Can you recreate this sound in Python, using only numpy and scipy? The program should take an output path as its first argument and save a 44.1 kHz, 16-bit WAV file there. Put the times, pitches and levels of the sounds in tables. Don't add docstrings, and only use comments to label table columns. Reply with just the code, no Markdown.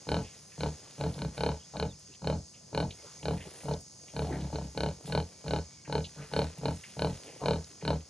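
import sys
import numpy as np
from scipy import signal
from scipy.fft import rfft, irfft, next_fast_len
from scipy.io import wavfile
from scipy.ndimage import uniform_filter1d

SR = 44100
rng = np.random.default_rng(int(sys.argv[2]) if len(sys.argv) > 2 else 0)


def persist_wave(psi):
    counts = np.round(np.clip(psi, -1, 1) * 32767).astype(np.int16)
    wavfile.write(sys.argv[1], SR, np.atleast_2d(counts).T)


def natural_amplitude(level_db):
    exponent = np.asarray(level_db, float) / 20
    return 10 ** exponent


N = 356769
T, M = np.arange(N) / SR, next_fast_len(N)
F = np.arange(M // 2 + 1) * SR / M + 1e-3

# folds_part_s, first_clap_s, end_s, first_period_ms, period_change_per_clap_ms
GRUNTS = [(.069, 0.089, 0.274, 27.57, -1.83), (.579, 0.6063, 0.757, 26.83, -0.2),
          (.981, 1.0102, 1.17, 27.22, -1.54), (1.16, 1.1891, 1.35, 29.11, 0.69),
          (1.372, 1.3782, 1.591, 28.53, -0.49), (1.737, 1.7678, 1.95, 30.23, -2.49),
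          (2.219, 2.2435, 2.432, 28.4, -1.34), (2.729, 2.7475, 2.932, 27.92, -1.92),
          (3.229, 3.2546, 3.435, 27.79, -1.63), (3.635, 3.6835, 3.81, 27.3, -1.66),
          (4.137, 4.1641, 4.32, 27.83, -0.77), (4.26, 4.2693, 4.535, 29.18, -0.04),
          (4.527, 4.5566, 4.73, 28.28, 0.47), (4.749, 4.7749, 4.965, 30.1, -1.44),
          (5.077, 5.1227, 5.278, 26.85, -0.91), (5.442, 5.4804, 5.658, 27.44, -0.66),
          (5.877, 5.9248, 6.083, 27.64, -1.07), (6.315, 6.3357, 6.518, 27.59, -0.59),
          (6.613, 6.6556, 6.79, 26.62, -1.18), (6.968, 6.9928, 7.181, 27.13, -1.36),
          (7.416, 7.4579, 7.64, 25.06, -0.08), (7.825, 7.8504, 8.03, 26.87, -0.4)]
# chest_db, strongest_clap_db, its_place_claps, fall_db_per_clap_squared, snout_db
EFFORTS = [(-29, -19, 1.71, 1.9, -28), (-31, -20, 1.13, 5.5, -28.5), (-30.5, -22, 0.87, 4, -34),
           (-32.5, -25, 1.38, 8.5, -33.5), (-33, -18.5, 2.48, 1.3, -28.5), (-33, -20, 1.63, 4.5, -30),
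           (-30, -19, 1.72, 3, -29), (-30.5, -17.5, 1.48, 3.5, -28), (-32, -20.5, 1.02, 3, -31.5),
           (-31.5, -21.5, 0.49, 3.5, -47), (-31.5, -23.5, 1.13, 2, -34), (-34, -40, 0.1, 0, -49),
           (-36, -28.5, 0.091, 1.5, -36), (-32.5, -20.5, 1.6, 1.5, -28.5), (-30, -18, 1.3, 3.5, -27.5),
           (-31.5, -20, 1.95, 2.5, -30.5), (-31.5, -18.5, 0.76, 4, -29), (-31.5, -17.5, 1.62, 2.5, -28),
           (-30, -19.5, 0.29, 3.5, -30.5), (-30.5, -18, 1.53, 3.5, -27.5), (-30.5, -17, 1.25, 1.5, -27.5),
           (-30, -16.5, 1.61, 3.7, -26.5)]
SNOUT_FALL = [2.3, 12, 5.6, 8.6, 1.65, 4.5, 10, 3.6, 6, 3.8, 5.2, .4, 6.2, 1.5, 1.8, 1.7, 1.9, 1.55, 3.4,
              4.3, 1.5, 5.8]
# start_s, length_s, level_db
MURMURS = [(4.528, .01, -30.5), (3.453, .02, -42), (5.04, 0.016, -44), (6.163, 0.102, -44.5),
           (6.576, 0.013, -42)]
# pitch_hz, ring_t60_s, level_db
BELLY_MODES = [(75.1, 0.17, 0)]
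CHEST_MODES = [(145.8, 0.13, 2), (174, 0.093, 0.5), (217, 0.07, -3), (308.7, 0.12, -6.5)]
THROAT_MODES = [(442.1, 0.14, -8), (474.7, 0.086, -6), (568.5, 0.03, 2), (632.7, 0.051, -7.5),
                (703, 0.054, -10), (849, 0.067, -4.5), (786, 0.0099, 0), (906.5, 0.072, -9.5),
                (1320, 0.013, -2.5), (1051, 0.013, -16.5)]
SNOUT_MODES = [(1368, 0.02, -20.5), (1500, 0.088, -7), (1692, 0.026, -6), (2160, 0.02, -6),
               (2405, 0.021, -2), (2900, 0.034, -6), (3074, 0.085, -11.5), (3490, 0.01, -7.5),
               (3740, 0.023, -2), (4040, 0.008, 7), (4308, 0.023, 3), (4650, 0.016, -5.5),
               (5180, 0.0059, -3.5), (8330, 0.035, -17), (9950, 0.039, -17.5)]
# start_s, level_db, centre_hz,
# decay_t60_s
SMACKS = [(.228, -55, 9000, .03), (0.517, -56, 2190, 0.16), (.875, -61, 2500, 0.018),
          (1.14, -47, 4500, 0.011), (1.991, -54, 9300, 0.066), (2.136, -53, 3600, 0.034),
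          (2.148, -52, 2930, 0.036), (2.906, -38.5, 3280, 0.028), (3.227, -46, 2810, 0.047),
          (3.404, -48, 2600, 0.23), (3.734, -41.5, 4330, 0.031), (3.605, -55, 2620, 0.12),
          (4.08, -54, 2900, 0.15), (5.848, -53.5, 2230, 0.21), (6.041, -42, 3580, 0.026),
          (6.048, -41, 3670, 0.085), (6.581, -48, 9800, 0.022), (6.582, -55, 2740, 0.036),
          (6.835, -44.5, 2400, 0.12), (7.008, -54, 9500, .04), (7.267, -57.5, 2550, 1),
          (7.642, -44, 5200, 0.012), (7.81, -54, 2480, 0.18), (8.005, -57, 2600, 0.023)]
# start_s, level_db, centre_hz, decay_t60_s
SWELLS = [(0.199, -56.5, 2700, .6), (.84, -62, 1020, 0.2), (2.08, -57.5, 340, 0.17),
          (3.459, -51, 347, 0.14), (5.055, -52.5, 3720, 0.17), (7.24, -53.5, 373, 0.39),
          (7.7, -53.5, 336, 0.14), (5.05, -50.5, 9500, 0.23), (1.734, -46, 870, 0.18),
          (2.53, -59.5, 2860, 0.22), (2.917, -52, 3600, 0.079), (3.02, -55, 493, 0.24),
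          (3.039, -58, 1230, 0.36), (3.37, -55, 2090, 0.16), (3.80, -52, 9700, 0.092),
          (4.275, -37, 338, 0.4), (4.23, -43, 680, 0.85), (4.305, -47, 1810, 0.27),
          (4.401, -54, 3840, 0.11), (5.062, -61, 2700, .2), (6.165, -53.5, 1370, 0.38),
          (6.201, -54.5, 2420, 0.27), (6.751, -53, 7950, 0.1), (6.88, -58, 2900, 0.24),
          (7.40, -40.5, 860, 0.33), (7.815, -59, 870, 0.094)]
# start_s, length_s, first_pitch_hz, last_pitch_hz, level_db
SQUEAKS = [
    (1.595, .02, 3120, 3260, -65),
    (1.61, .022, 2820, 3100, -69),
    (1.63, .022, 3300, 3330, -64),
    (1.883, .045, 3950, 3300, -60),
    (1.925, .027, 2850, 2220, -70),
    (2.115, .02, 2720, 2660, -66),
    (2.985, .025, 2150, 2060, -67),
    (3.19, .03, 2130, 2300, -67),
]
# start_s, length_s, first_pitch_hz, last_pitch_hz, level_db
WHINE = [
    (5.3, .15, 2330, 2280, -72),
    (5.65, .19, 2240, 2180, -72),
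]
# time_s, stir_db
STIR = [(0.0, -62), (0.95, -63), (1.15, -51), (1.3, -66), (1.36, -55.5), (1.55, -68), (2.6, -72),
        (2.97, -62.5), (3.58, -58.5), (3.87, -67.5), (4.2, -58.5), (4.45, -62.5), (5.0, -65.5),
        (5.08, -59.5), (5.9, -69.5), (6.06, -62), (7.46, -60), (8.09, -65)]
# centre_hz, width_hz
STRAW_BANDS = [(450, 590), (2500, 6760), (9800, 4100)]
STRAW_GRAINS_HZ = [900, 3000, 5000]
PIGLET_STIR_DB = [-3, -0.5, -3.7]
FLANK_STIR_DB = [-26, -33, -64.5]
# frequency_hz, density_db_per_hz
FIELD = [(40, -6), (150, 2.5), (500, -20.5), (1100, -19), (1900, -27.5), (3000, -25.5), (4000, -20),
         (4900, -3.5), (5800, -10), (6500, -2.5), (7400, -13.5), (10000, -19), (12000, -33), (15500, -36)]
# frequency_hz, left_lead_rad
PORT_PHASE = [(0, 0), (430, -0.2), (950, 0.3), (1210, -0.0), (1890, 0.1), (2580, 1.2), (3360, 0.4),
              (3960, 0.4), (4650, 1.6), (5250, 6.2), (5770, 6.8), (7490, 7.7), (10900, 8.6), (11800, 9.4)]
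# frequency_hz, left_minus_right_db
PORT_DB = [(100, 0), (300, .8), (520, -2), (800, 4.5), (1000, 5.5), (1300, 2.5), (1800, 0), (16000, 0)]
# frequency_hz, share_0_to_1
PORT_APART = [(200, 0.044), (350, 0.24), (800, 0.51), (2000, 0), (5000, 0.24), (7500, 0.25), (11000, 0.23),
              (12000, 0.042)]


def sow():
    s, throat_db, snout_db = claps()
    chest = body(s, CHEST_MODES, 0, sooner_s=0.014)
    belly = natural_amplitude(-4) * body(s, BELLY_MODES, lag_s=0.012, sooner_s=0)
    fade = np.exp(-np.log(1000) / (.1 * SR))
    puff = signal.lfilter([1], [1, -fade], clicks(s, throat_db)) * rng.standard_normal(N) * natural_amplitude(-31)
    rasp = signal.lfilter([1], [1, -fade], clicks(s, snout_db)) * rng.standard_normal(N) * natural_amplitude(-40)
    flutter = natural_amplitude(effort(0) - 37 + 2.2 * walk(90)) * rng.standard_normal(N)
    throat_drive = uneven(s + .0004, throat_db, THROAT_MODES) + natural_amplitude(3.0) * puff + flutter
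    throat = push(ring(throat_drive, THROAT_MODES, 1), .8)
    snout_drive = uneven(s, snout_db, SNOUT_MODES) + rasp + natural_amplitude(-13) * puff
    snout = ring(snout_drive, SNOUT_MODES)
    voice = chest + belly + natural_amplitude(-7.5) * throat + natural_amplitude(-4.5) * snout
    return voice - 0.85 * band(voice, 356.3, 90)


def claps():
    lead_gap_s, lead_db, lead_step_db, lead_snout_db = .0205, -18, 7.5, -21
    snout_earlier_claps, shortest_period_ms = 0.47, 22
    rows, k = [], np.arange(12)
    for s, length, db in MURMURS:
        rows += [(at, db, db + lead_snout_db) for at in np.arange(s, s + length, lead_gap_s)]
    for grunt, strength, snout_fall in zip(GRUNTS, EFFORTS, SNOUT_FALL):
        part, start, end, ms, drift = grunt
        _, db, at, fall, snout_db = strength
        opening = part + lead_gap_s * k
        soft = db + lead_db + lead_step_db * k
        rows += list(np.c_[opening, soft, soft + lead_snout_db][opening < start - .008])
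        periods = np.maximum(ms + drift * k, shortest_period_ms)
        s = start + np.r_[0, np.cumsum(periods)[:-1]] / 1000
        throat = db - fall * (k - at) ** 2
        snout = snout_db - snout_fall * (k - at + snout_earlier_claps) ** 2
        rows += list(np.c_[s, throat, snout][s < end])
    return np.transpose(rows)


def effort(lag_s, sooner_s=0):
    early_s, attack_s, release_s = 0.0024, 0.022, .07
    start_db, tilt_db, end_db, rest_db = -11, 0.9, -17.5, -56.5
    calls = [(part, clap, end, row[0]) for (part, clap, end, *_), row in zip(GRUNTS, EFFORTS)]
    calls += [(s, s, s + length + 0.023, db + 3.5) for s, length, db in MURMURS]
    out = np.full(N, rest_db)
    for part, clap, end, db in calls:
        full = clap + attack_s
        stop = end - sooner_s
        times = [part - early_s, full, max(stop - release_s, full), max(stop, full + 0.013)]
        shape = db + np.array([start_db, -tilt_db, tilt_db, end_db])
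        out = np.maximum(out, np.interp(T - lag_s, times, shape, -99, -99))
    return out


def body(s, modes, lag_s, sooner_s):
    tone = ring(push(clicks(s, 0 * s), 2.97), modes)
    tone = tone / np.sqrt(uniform_filter1d(tone ** 2, size=1800) + 0.27)
    rough = natural_amplitude(-13) * unit(ring(rng.standard_normal(N), modes))
    return natural_amplitude(effort(lag_s, sooner_s)) * (tone + rough)


def uneven(s, db, modes):
    scatter_db = 1.3
    chance = rng.standard_normal((len(s), len(modes))).T
    return np.array([clicks(s, db + scatter_db * c) for c in chance])


def smacks():
    size = 8000
    out, t = np.zeros(N), T[:size]
    rows = [row + (0.003,) for row in SMACKS]
    rows += [row + (0.087 * row[-1],) for row in SWELLS]
    for (s, db, hz, t60, rise), noise in zip(rows, rng.standard_normal((len(rows), size))):
        edges = [hz / 1.38, min(hz * 1.234, .45 * SR)]
        sos = signal.butter(3, edges, "band", fs=SR, output="sos")
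        shape = np.minimum(t / rise, 1) * 1000 ** (-np.maximum(t - rise, 0) / t60)
        burst = natural_amplitude(db) * unit(signal.sosfilt(sos, noise)) * shape
        i = int(s * SR)
        out[i:i + size] += burst[:N - i]
    return out


def squeaks():
    tremble = walk(250)
    short_calls = sum(glide(row, 0.043 * tremble, 0.12) * natural_amplitude(1.97 * walk(120) + 2.0) for row in SQUEAKS)
    far = sum(glide(row, 0.047 * tremble, 0.084) for row in WHINE)
    return short_calls + far


def glide(row, wobble, edge_share):
    s, length, first_hz, last_hz, db = row
    part = np.clip((T - s) / length, 0, 1)
    gate = np.minimum(np.minimum(part, 1 - part) / edge_share, 1)
    hz = (first_hz + part * (last_hz - first_hz)) * (1 + wobble)
    return np.sqrt(2) * gate * natural_amplitude(db) * np.sin(2 * np.pi * np.cumsum(hz) / SR)


def straw():
    scatter_db, top_db = 1.8, -56
    out, stir, heave = 0, table(STIR, T)[0], effort(0)
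    ranges = zip(PIGLET_STIR_DB, FLANK_STIR_DB, STRAW_BANDS, STRAW_GRAINS_HZ)
    for stir_db, heave_db, (hz, width), rate in ranges:
        sizes = rng.standard_normal(N) * natural_amplitude(scatter_db * rng.exponential(size=N))
        grains = (rng.random(N) < rate / SR) * sizes
        gain = np.minimum(natural_amplitude(stir + stir_db) + natural_amplitude(heave + heave_db), natural_amplitude(top_db))
        out = out + gain * natural_amplitude(2.9 * walk(7.6)) * unit(band(grains, hz, width))
    return out


def field():
    colour = rfft(rng.standard_normal(M)) * natural_amplitude(spectrum(FIELD))
    out = 0
    for hz in 40 * 2 ** np.arange(0, 9, .5):
        flicker = natural_amplitude((1.5 + hz / 5000) * walk(7))
        out = out + flicker * irfft(colour * np.exp(-(np.log2(F / hz) * 0.97) ** 2), M)[:N]
    return natural_amplitude(-54.5) * unit(out)


def ports(x, apart):
    half = natural_amplitude(spectrum(PORT_DB) / 2) * np.exp(.5j * table(PORT_PHASE, F)[0])
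    smear = np.exp(2j * np.pi * rng.random(len(F) // 40 + 1)).repeat(40)[:len(F)]
    side = apart * np.clip(spectrum(PORT_APART), 0, 1) * smear
    return irfft(rfft(x, M) * np.array([(1 + side) * half, (1 - side) / half]), M)[:, :N]


def table(rows, at):
    x, *cols = np.transpose(rows)
    return [np.interp(at, x, c) for c in cols]


def spectrum(rows):
    return table([(np.log(hz), v) for hz, v in rows], np.log(F))[0]


def unit(x):
    return x / np.sqrt(np.mean(x ** 2))


def clicks(times, db):
    return np.bincount(np.clip((times * SR).astype(int), 0, N - 1), natural_amplitude(db), N)


def ring(x, modes, flip=-1):
    out = 0
    for k, (hz, t60, db) in enumerate(modes):
        r, w = 1000 ** (-1 / (t60 * SR)), 2 * np.pi * hz / SR
        gain = flip ** k * natural_amplitude(db) * r * np.sin(w)
        drive = x[k] if x.ndim > 1 else x
        out = out + signal.lfilter([0, gain], [1, -2 * r * np.cos(w), r * r], drive)
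    return out


def push(x, ms):
    bump = np.hanning(int(ms * SR / 1000) + 3)
    return np.convolve(x, bump / bump.sum())[:N]


def band(x, hz, width):
    return irfft(rfft(x, M) * np.exp(-(np.log(F / hz) * hz / width * 2) ** 2), M)[:N]


def walk(rate):
    k = int(SR / rate)
    held = np.repeat(rng.standard_normal(N // k + 1), k)
    return uniform_filter1d(uniform_filter1d(held, k), k)[:N]


def scene():
    near = ports(sow() + smacks() + squeaks(), 0.1)
    around = ports(straw() + field(), 0.98)
    return near + around


def low_pass(x):
    return signal.sosfilt(signal.butter(12, 12260, fs=SR, output="sos"), x)


def record(dry):
    dry = signal.sosfilt(signal.butter(4, 61, "high", fs=SR, output="sos"), dry)
    mix = np.tanh(3.5 * dry) / 3.5
    return low_pass(mix)


dry = scene()
out = record(dry)
persist_wave(out)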